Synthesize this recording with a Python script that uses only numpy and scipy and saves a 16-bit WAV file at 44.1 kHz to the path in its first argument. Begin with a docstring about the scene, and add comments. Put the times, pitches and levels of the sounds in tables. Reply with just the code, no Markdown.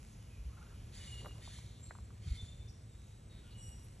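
"""A low outdoor rumble comes first, and over it the quiet hiss of a snake sliding through grass
and leaf litter close by. Its scales rub the grass, leaves scrape, stems tick, and a hand bumps
the camera case. Birds some way off give harsh rasps that end in thin squeaky whistles,
echoing through the wood. A low drone wavers and a far insect's trill fades in."""
import sys
import numpy as np
from scipy import signal
from scipy.fft import rfft, irfft
from scipy.io import wavfile
from scipy.ndimage import uniform_filter1d

SR = 44100
rng = np.random.default_rng(int(sys.argv[2]) if len(sys.argv) > 2 else 0)


def waveform_to_disk(signal):
    """Save audio, clipped to [-1, 1], as 16-bit WAV at the path in sys.argv[1]."""
    frames = np.transpose(np.atleast_2d(signal))
    scaled = np.clip(frames, -1, 1) * 32767
    samples = np.round(scaled).astype(np.int16)
    wavfile.write(sys.argv[1], SR, samples)


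N = 176400


def amp(db):
    """Decibels to amplitude ratio."""
    return 10 ** (np.asarray(db) / 20)

def unit(x):
    """Normalises to rms 1."""
    return x / np.sqrt(np.mean(abs(x) ** 2) + 1e-20)

def read(points, hz):
    """Interpolates on a log-frequency axis."""
    table_hz, value = np.transpose(points)
    return np.interp(np.log(hz + 1), np.log(table_hz + 1), value)

def level(points):
    """Amplitude envelope from (time_s, gain_db) points."""
    return amp(np.interp(np.arange(N) / SR, *np.transpose(points)))

def bins(count=N):
    """Fourier frequencies in Hz."""
    return np.fft.rfftfreq(count, 1 / SR)

def bell(x, centre, sigma):
    """Gaussian curve of height 1."""
    return np.exp(-.5 * ((x - centre) / sigma) ** 2)

def colour(x, spectrum):
    """Spectral shaping: gives white noise of rms 1 a density in dB per Hz."""
    return irfft(rfft(x) * amp(read(spectrum, bins())) * np.sqrt(SR / 2), N)

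def wander(t, cutoff_hz):
    """Random modulation: low-passed noise of rms 1."""
    lowpass = signal.butter(2, cutoff_hz, fs=SR, output="sos")
    return unit(signal.sosfilt(lowpass, rng.standard_normal(len(t))))

def add(mix, start_s, sound):
    """Superposes a sound on the mix."""
    at = round(start_s * SR)
    sound = sound[max(-at, 0):]
    part = mix[max(at, 0):][:len(sound)]
    part += sound[:len(part)]

def reverberate(x, tail):
    """Convolution with an energy-normalised stereo impulse response."""
    return signal.fftconvolve(x[None], tail / np.linalg.norm(tail[0]), axes=1)[:, :N]

# Likeness of left and right: frequency_hz, correlation
COHERENCE = [(100, 1), (220, .96), (350, 0.52), (650, .35), (1200, 0.16), (2200, 1), (4000, 0.94),
             (12000, 1)]
def diffuse():
    """Diffuse field: white noise from all around is partly coherent at two microphone ports."""
    shared, separate = rfft(rng.standard_normal((2, N)))
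    same = np.clip(read(COHERENCE, bins()), 0, .997)
    return irfft(np.array([shared, same * shared + np.sqrt(1 - same ** 2) * separate]), N)

def band(centre_hz, sigma_hz):
    """Narrow-band diffuse noise of rms 1."""
    return unit(irfft(rfft(diffuse()) * bell(bins(), centre_hz, sigma_hz), N))

# Spectrum of the open air: frequency_hz, density_db_per_hz
RUMBLE_SPECTRUM = [(15, -104), (25, -93.5), (40, -74), (60, -70.5), (82, -73.5), (106, -73), (135, -78),
                   (165, -82.5), (220, -85), (260, -91.5), (330, -92.5), (480, -95.5), (800, -103),
                   (1500, -107), (3000, -110), (6000, -113), (8200, -111), (10000, -118), (13000, -123)]
# Its slow swell: time_s, gain_db
RUMBLE_SWELL = [(0, -1), (.25, -0.5), (.5, 0), (1.1, 1.5), (1.6, 0), (2.5, 0.5), (3.0, -1.5), (3.5, 0.5),
                (4, -0.5)]
def rumble():
    """Far ambient noise: a diffuse field with most of its energy in the bass."""
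    return level(RUMBLE_SWELL) * colour(diffuse(), RUMBLE_SPECTRUM)

# Envelope of the drone: time_s, level_db
DRONE_LEVEL = [(0, -72), (1.0, -59), (1.8, -54.5), (2.6, -56.5), (3.0, -65), (3.6, -55.5), (4, -57.5)]
def drone():
    """Beating: close frequencies in a narrow band make a low drone waver."""
    return level(DRONE_LEVEL) * band(centre_hz=108.4, sigma_hz=4.8)

# Envelope of the trill: time_s, level_db
INSECT_LEVEL = [(0, -95), (1.8, -76), (2.6, -75), (3.3, -74), (4, -74.5)]
def insect():
    """A steady trill, blurred by distance into narrow-band noise."""
    return level(INSECT_LEVEL) * band(centre_hz=7990, sigma_hz=220)

def syllable(length_s, attack_s, release_s=0.013):
    """Time axis and trapezoidal envelope of a bird's note."""
    t = np.arange(SR // 2) / SR
    return t, np.clip(t / attack_s, 0, 1) * np.clip(1 - (t - length_s) / release_s, 0, 1)

def resonances(noise, depth_db=3.0, width_hz=220, life_s=.06):
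    """Time-varying filtering: narrow peaks come and go in a noise."""
    spectra = signal.stft(noise, nperseg=512)[2]
    patches = rng.standard_normal(spectra.shape)
    patches = uniform_filter1d(patches, round(width_hz * 512 / SR), axis=0)
    patches = uniform_filter1d(patches, round(life_s * SR / 256), axis=1)
    return signal.istft(spectra * amp(depth_db * unit(patches)))[1][:len(noise)]

# Response of a bird's throat: frequency_hz, gain_db
THROAT_RESPONSE = [(600, -34), (1150, -10.5), (1460, -2.5), (1680, -7), (1950, 1), (2220, 1), (2720, -7.5),
                   (3100, -1.5), (3520, 3), (3850, 0.5), (4200, 1), (4900, -1.5), (5450, -6), (6050, 0.5),
                   (6400, -1.5), (6900, 2), (7500, 2), (8500, -0.5), (10000, -0.5), (11000, -5.5),
                   (12200, -37)]
# Harsh calls: start_s, length_s, level_db, treble_shelf_db
RASP_CALLS = [(-.12, 0.26, -71, 9), (.912, 0.16, -58.5, -2), (1.04, 0.18, -62.5, -3),
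              (1.394, 0.06, -60, -4.5), (1.431, .16, -60.5, -1.5), (2.207, 0.067, -63, -4),
              (2.25, 0.125, -61, -5), (2.376, 0.093, -66, -4), (3.289, 0.11, -72, -15)]
def rasps(pulse_hz=168.3, roughness=0.18):
    """Source and filter: noise modulated by uneven pulses is coloured by the bird's throat."""
    out = np.zeros(N)
    for start_s, length_s, db, treble_db in RASP_CALLS:
        t, envelope = syllable(length_s, attack_s=0.033)
        hiss, jitter = rng.standard_normal((2, len(t)))
        cycles = np.cumsum(pulse_hz * (1 + 2 * jitter)) / SR
        source = resonances(hiss) * (1 + roughness * np.cos(2 * np.pi * cycles))
        hz = bins(len(t))
        shelf_db = treble_db * np.clip((hz - 4500) / 1000, 0, 1)
        throat = amp(read(THROAT_RESPONSE, hz) + shelf_db)
        voice = unit(irfft(rfft(source) * throat, len(t)))
        flutter_db = 1.2 * wander(t, cutoff_hz=53)
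        add(out, start_s, amp(db + flutter_db) * envelope * voice)
    return out

JITTER_CUTOFF_HZ = 506
# Thin notes: start_s, length_s, from_hz, to_hz, level_db, half_jitter_hz
WHISTLE_NOTES = [(0.186, 0.084, 3140, 2850, -78, 90), (0.285, 0.095, 2650, 2370, -75.5, 43),
                 (.56, 0.083, 801, 850, -74, 68), (0.683, 0.065, 1480, 1352, -71.5, 130),
                 (0.753, 0.082, 3160, 3080, -75, 155), (0.999, 0.045, 2960, 2913, -64, 12),
                 (1.071, 0.036, 2890, 2894, -59, 10), (1.12, 0.038, 2890, 2860, -55.5, 8.4),
                 (1.178, 0.029, 2856, 2840, -61.5, 10), (1.272, 0.048, 2873, 2832, -65.5, 11),
                 (1.05, 0.11, 7200, 7245, -67, 15), (1.05, 0.084, 8700, 8680, -65, 70),
                 (1.441, 0.087, 3615, 3450, -68.5, 114), (1.557, 0.024, 4130, 4130, -65.5, 43),
                 (1.65, 0.15, 3660, 3830, -73, 160), (1.793, 0.051, 7340, 7450, -67, 44),
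                 (1.824, 0.047, 7400, 7620, -61, 46), (1.852, 0.056, 4170, 4130, -71.5, 84),
                 (2.259, .11, 2234, 2190, -72, 70), (2.368, 0.043, 3570, 3545, -58.5, 12),
                 (2.48, 0.023, 3567, 3564, -61, 14), (2.54, 0.19, 3555, 3580, -76.5, 14),
                 (2.405, 0.097, 7130, 7180, -67.5, 23), (2.677, 0.03, 5620, 5600, -66.5, 196),
                 (2.892, .07, 7530, 7420, -77, 65), (2.881, 0.27, 3720, 3835, -79.5, 67),
                 (3.009, 0.11, 6230, 6700, -80, 270), (3.291, 0.071, 3790, 3710, -71, 63),
                 (3.432, 0.05, 1440, 1430, -74.5, 50), (3.44, 0.071, 3250, 3126, -72, 145),
                 (3.501, 0.031, 4000, 4070, -68.5, 210), (3.46, 0.075, 2855, 2890, -73, 13),
                 (3.545, 0.048, 2938, 2895, -63.5, 7), (3.625, 0.084, 2893, 2866, -68.5, 9),
                 (3.594, 0.048, 5670, 5690, -72, 20), (3.622, 0.019, 5670, 5695, -65, 18),
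                 (3.658, .016, 5690, 5675, -65, 18), (3.722, .034, 5700, 5675, -69, 18),
                 (3.574, 0.15, 7680, 7810, -63.5, 85), (3.567, 0.13, 8250, 8370, -64.5, 210),
                 (3.62, .10, 11350, 11340, -78.5, 67)]
def whistles():
    """Frequency modulation: fast pitch jitter turns a gliding tone into a squeak."""
    out = np.zeros(N)
    for start_s, length_s, from_hz, to_hz, db, half_jitter_hz in WHISTLE_NOTES:
        t, envelope = syllable(length_s, attack_s=0.0085)
        glide_hz = np.interp(t, [0, length_s], [from_hz, to_hz])
        hz = glide_hz + 2 * half_jitter_hz * wander(t, JITTER_CUTOFF_HZ)
        tone = np.sqrt(2) * np.sin(2 * np.pi * np.cumsum(hz) / SR)
        add(out, start_s, amp(db) * envelope * tone)
    return out

# A quick run of chirps: start_s, length_s, top_hz, level_db
CHIRP_NOTES = [(0.483, 0.047, 1102, -73.5), (0.516, 0.034, 1343, -71), (.561, 0.035, 1438, -64.5),
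               (0.606, .038, 1460, -64), (0.653, .034, 1460, -70)]
def chirps(sweep_depth=0.351, jitter_hz=90, octave_db=-11):
    """Frequency sweep: a tone with a weak second harmonic rises and falls in one arch."""
    out = np.zeros(N)
    for start_s, length_s, top_hz, db in CHIRP_NOTES:
        t = np.arange(0, length_s, 1 / SR)
        arch = np.sin(np.pi * t / length_s)
        hz = top_hz * (1 - sweep_depth * (1 - arch)) + jitter_hz * wander(t, JITTER_CUTOFF_HZ)
        phase = 2 * np.pi * np.cumsum(hz) / SR
        tone = np.sqrt(2) * (np.sin(phase) + amp(octave_db) * np.sin(2 * phase))
        add(out, start_s, amp(db) * arch * tone)
    return out

# Reverberation time of the wood: frequency_hz, t60_s
WOOD_DECAY = [(1000, 0.28), (3500, 0.89), (7000, 0.98), (12000, 0.53)]
def birds(echo_db=-3, stereo_width=0.14):
    """Reverberation: the calls arrive directly, then scattered by the trees."""
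    calls = rasps() + whistles() + chirps()
    hz, t, spectra = signal.stft(rng.standard_normal((2, SR)), SR, nperseg=256)
    decay = amp(-60 * t / read(WOOD_DECAY, hz)[:, None])
    mid, side = signal.istft(spectra * decay, SR)[1]
    tail = np.array([mid + stereo_width * side, mid - stereo_width * side])
    return calls + amp(echo_db) * reverberate(calls, tail)

def knocks(rows, fall_per_ms):
    """Impact transients: brief wavelets whose pitch can fall through its centre value."""
    out = np.zeros(N)
    for peak_s, db, hz, half_width_ms in rows:
        ms = np.arange(-4 * half_width_ms, 4 * half_width_ms, 1000 / SR)
        cycles = np.cumsum(hz * (1 - np.tanh(fall_per_ms * ms))) / SR
        cycles -= cycles[len(ms) // 2]
        wavelet = -np.cos(2 * np.pi * cycles) / np.cosh(ms / half_width_ms) ** 2
        add(out, peak_s - len(ms) / 2 / SR, amp(db) * wavelet)
    return out

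# Thuds on the case: peak_s, peak_db, pitch_hz, half_width_ms
CASE_THUDS = [(.415, -39.5, 55.6, 20), (.473, -36.5, 63, 29), (1.16, -41, 62, 20), (2.03, -44, 70.3, 33),
              (2.267, -43.5, 149, 6.3), (2.281, -31, 90.5, 7.3), (2.321, -27, 59.4, 10.6),
              (2.426, -46.5, 174, 4.3), (2.435, -34, 77, 6.7), (2.605, -40, 70, 16)]
def hand_bumps():
    """Structure-borne sound: the hand knocks the case, each thud at a steady low pitch."""
    return knocks(CASE_THUDS, fall_per_ms=0)

# Ticks of stems: peak_s, peak_db, pitch_hz, half_width_ms
STEM_TICKS = [(1.217, -54, 900, 0.75), (1.2485, -40, 850, 0.32), (1.2598, -48, 1800, 1.2),
              (1.2612, -44.5, 1090, 2.1), (1.267, -47, 1200, 1.3), (1.2685, -42, 500, 1.1),
              (1.284, -56, 1290, 0.98), (1.309, -54.5, 1300, 0.7), (1.357, -57, 1010, 1.4),
              (1.478, -51, 850, 2.9), (1.588, -52, 980, 0.76), (1.9095, -36.5, 1580, 0.54),
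              (1.9108, -47, 686, 1.9), (1.953, -45, 1130, 0.61), (1.9605, -52, 1100, 0.52),
              (1.9873, -47, 1030, 0.5), (2.106, -52.5, 1320, 0.77)]
def stems(scatter_db=-6, decay_s=.008):
    """Scattering: the litter adds a brief tail to each stem's falling tick."""
    ticks = knocks(STEM_TICKS, fall_per_ms=0.19)
    t = np.arange(SR // 10) / SR
    tail = rng.standard_normal((2, len(t))) * np.exp(-t / decay_s)
    return ticks + amp(scatter_db) * reverberate(ticks, tail)

# Leaves brushing past: peak_s, level_db, centre_hz, sigma_octaves, sigma_s
LEAF_SCRAPES = [(1.242, -60, 260, 0.9, 0.052), (1.265, -56.5, 412, 1, 0.011), (1.382, -65.5, 357, 1, 0.03),
                (1.272, -69.5, 11300, 0.061, .012), (2.63, -75, 2380, 0.15, 0.012),
                (3.85, -67.5, 10100, 0.15, 0.014)]
def leaves():
    """Brief friction: each leaf gives a swell of band-limited noise."""
    out, t = np.zeros(N), np.arange(N) / SR
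    for peak_s, db, hz, sigma_octaves, sigma_s in LEAF_SCRAPES:
        passband = bell(np.log2(bins() + 1), np.log2(hz), sigma_octaves)
        scrape = unit(irfft(rfft(rng.standard_normal(N)) * passband, N))
        out += amp(db) * scrape * bell(t, peak_s, sigma_s)
    return out

# Spectrum of scales on grass: frequency_hz, density_db_per_hz
SLIDE_SPECTRUM = [(300, -125), (850, -105), (1700, -109), (2400, -105), (3200, -107), (4100, -111),
                  (5000, -108), (7000, -109), (9500, -107), (10900, -107), (12200, -120)]
# Its rise and fall: time_s, gain_db
SLIDE_SWELL = [(0, -1), (.45, -2), (.85, -1), (1.3, 0), (1.75, -4), (2.1, -8.5), (2.55, -8), (2.85, -11),
               (3.1, -4.5), (3.25, -13), (3.45, -4.5), (3.85, -3), (4, -4.5)]
def snake_slide(crackles_per_s=250, spread_db=11, crackle_db=-9.5):
    """Sliding friction: scales brush the grass, giving a fine hiss with tiny random impulses."""
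    sizes = amp(spread_db * np.minimum(rng.exponential(1, N), 4))
    signs = rng.choice([-1, 1], N)
    crackle = unit(sizes * signs * (rng.random(N) < crackles_per_s / SR))
    return level(SLIDE_SWELL) * colour(diffuse() + amp(crackle_db) * crackle, SLIDE_SPECTRUM)

def scene():
    """Superposition: low background, the snake among leaves and stems, hand, birds and insect."""
    background = rumble() + drone()
    snake = snake_slide() + leaves() + stems()
    return background + snake + hand_bumps() + birds() + insect()

# Phase of the left port ahead of the right: frequency_hz, lead_rad
PORT_LEAD = [(0, 0), (600, 0), (1400, -.5), (2700, .7), (3900, .75), (4500, 1.4), (4900, 3.14), (5250, 5.3),
             (5600, 6.1), (6200, 6.45), (7235, 7.75), (8270, 8.75), (9250, 9.42), (10680, 10.85),
             (11500, 11.7), (12400, 12.55)]
def record(dry, cutoff_hz=12300):
    """Phase difference between the two microphone ports, then a low-pass band limit."""
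    lead = np.interp(bins(), *np.transpose(PORT_LEAD))
    ports = irfft(rfft(dry) * np.exp(.5j * np.array([lead, -lead])), N)
    lowpass = signal.firwin(255, cutoff_hz, window=("kaiser", 9), fs=SR)
    return signal.oaconvolve(ports, lowpass[None], "same")


dry = scene()
out = record(dry)
waveform_to_disk(out)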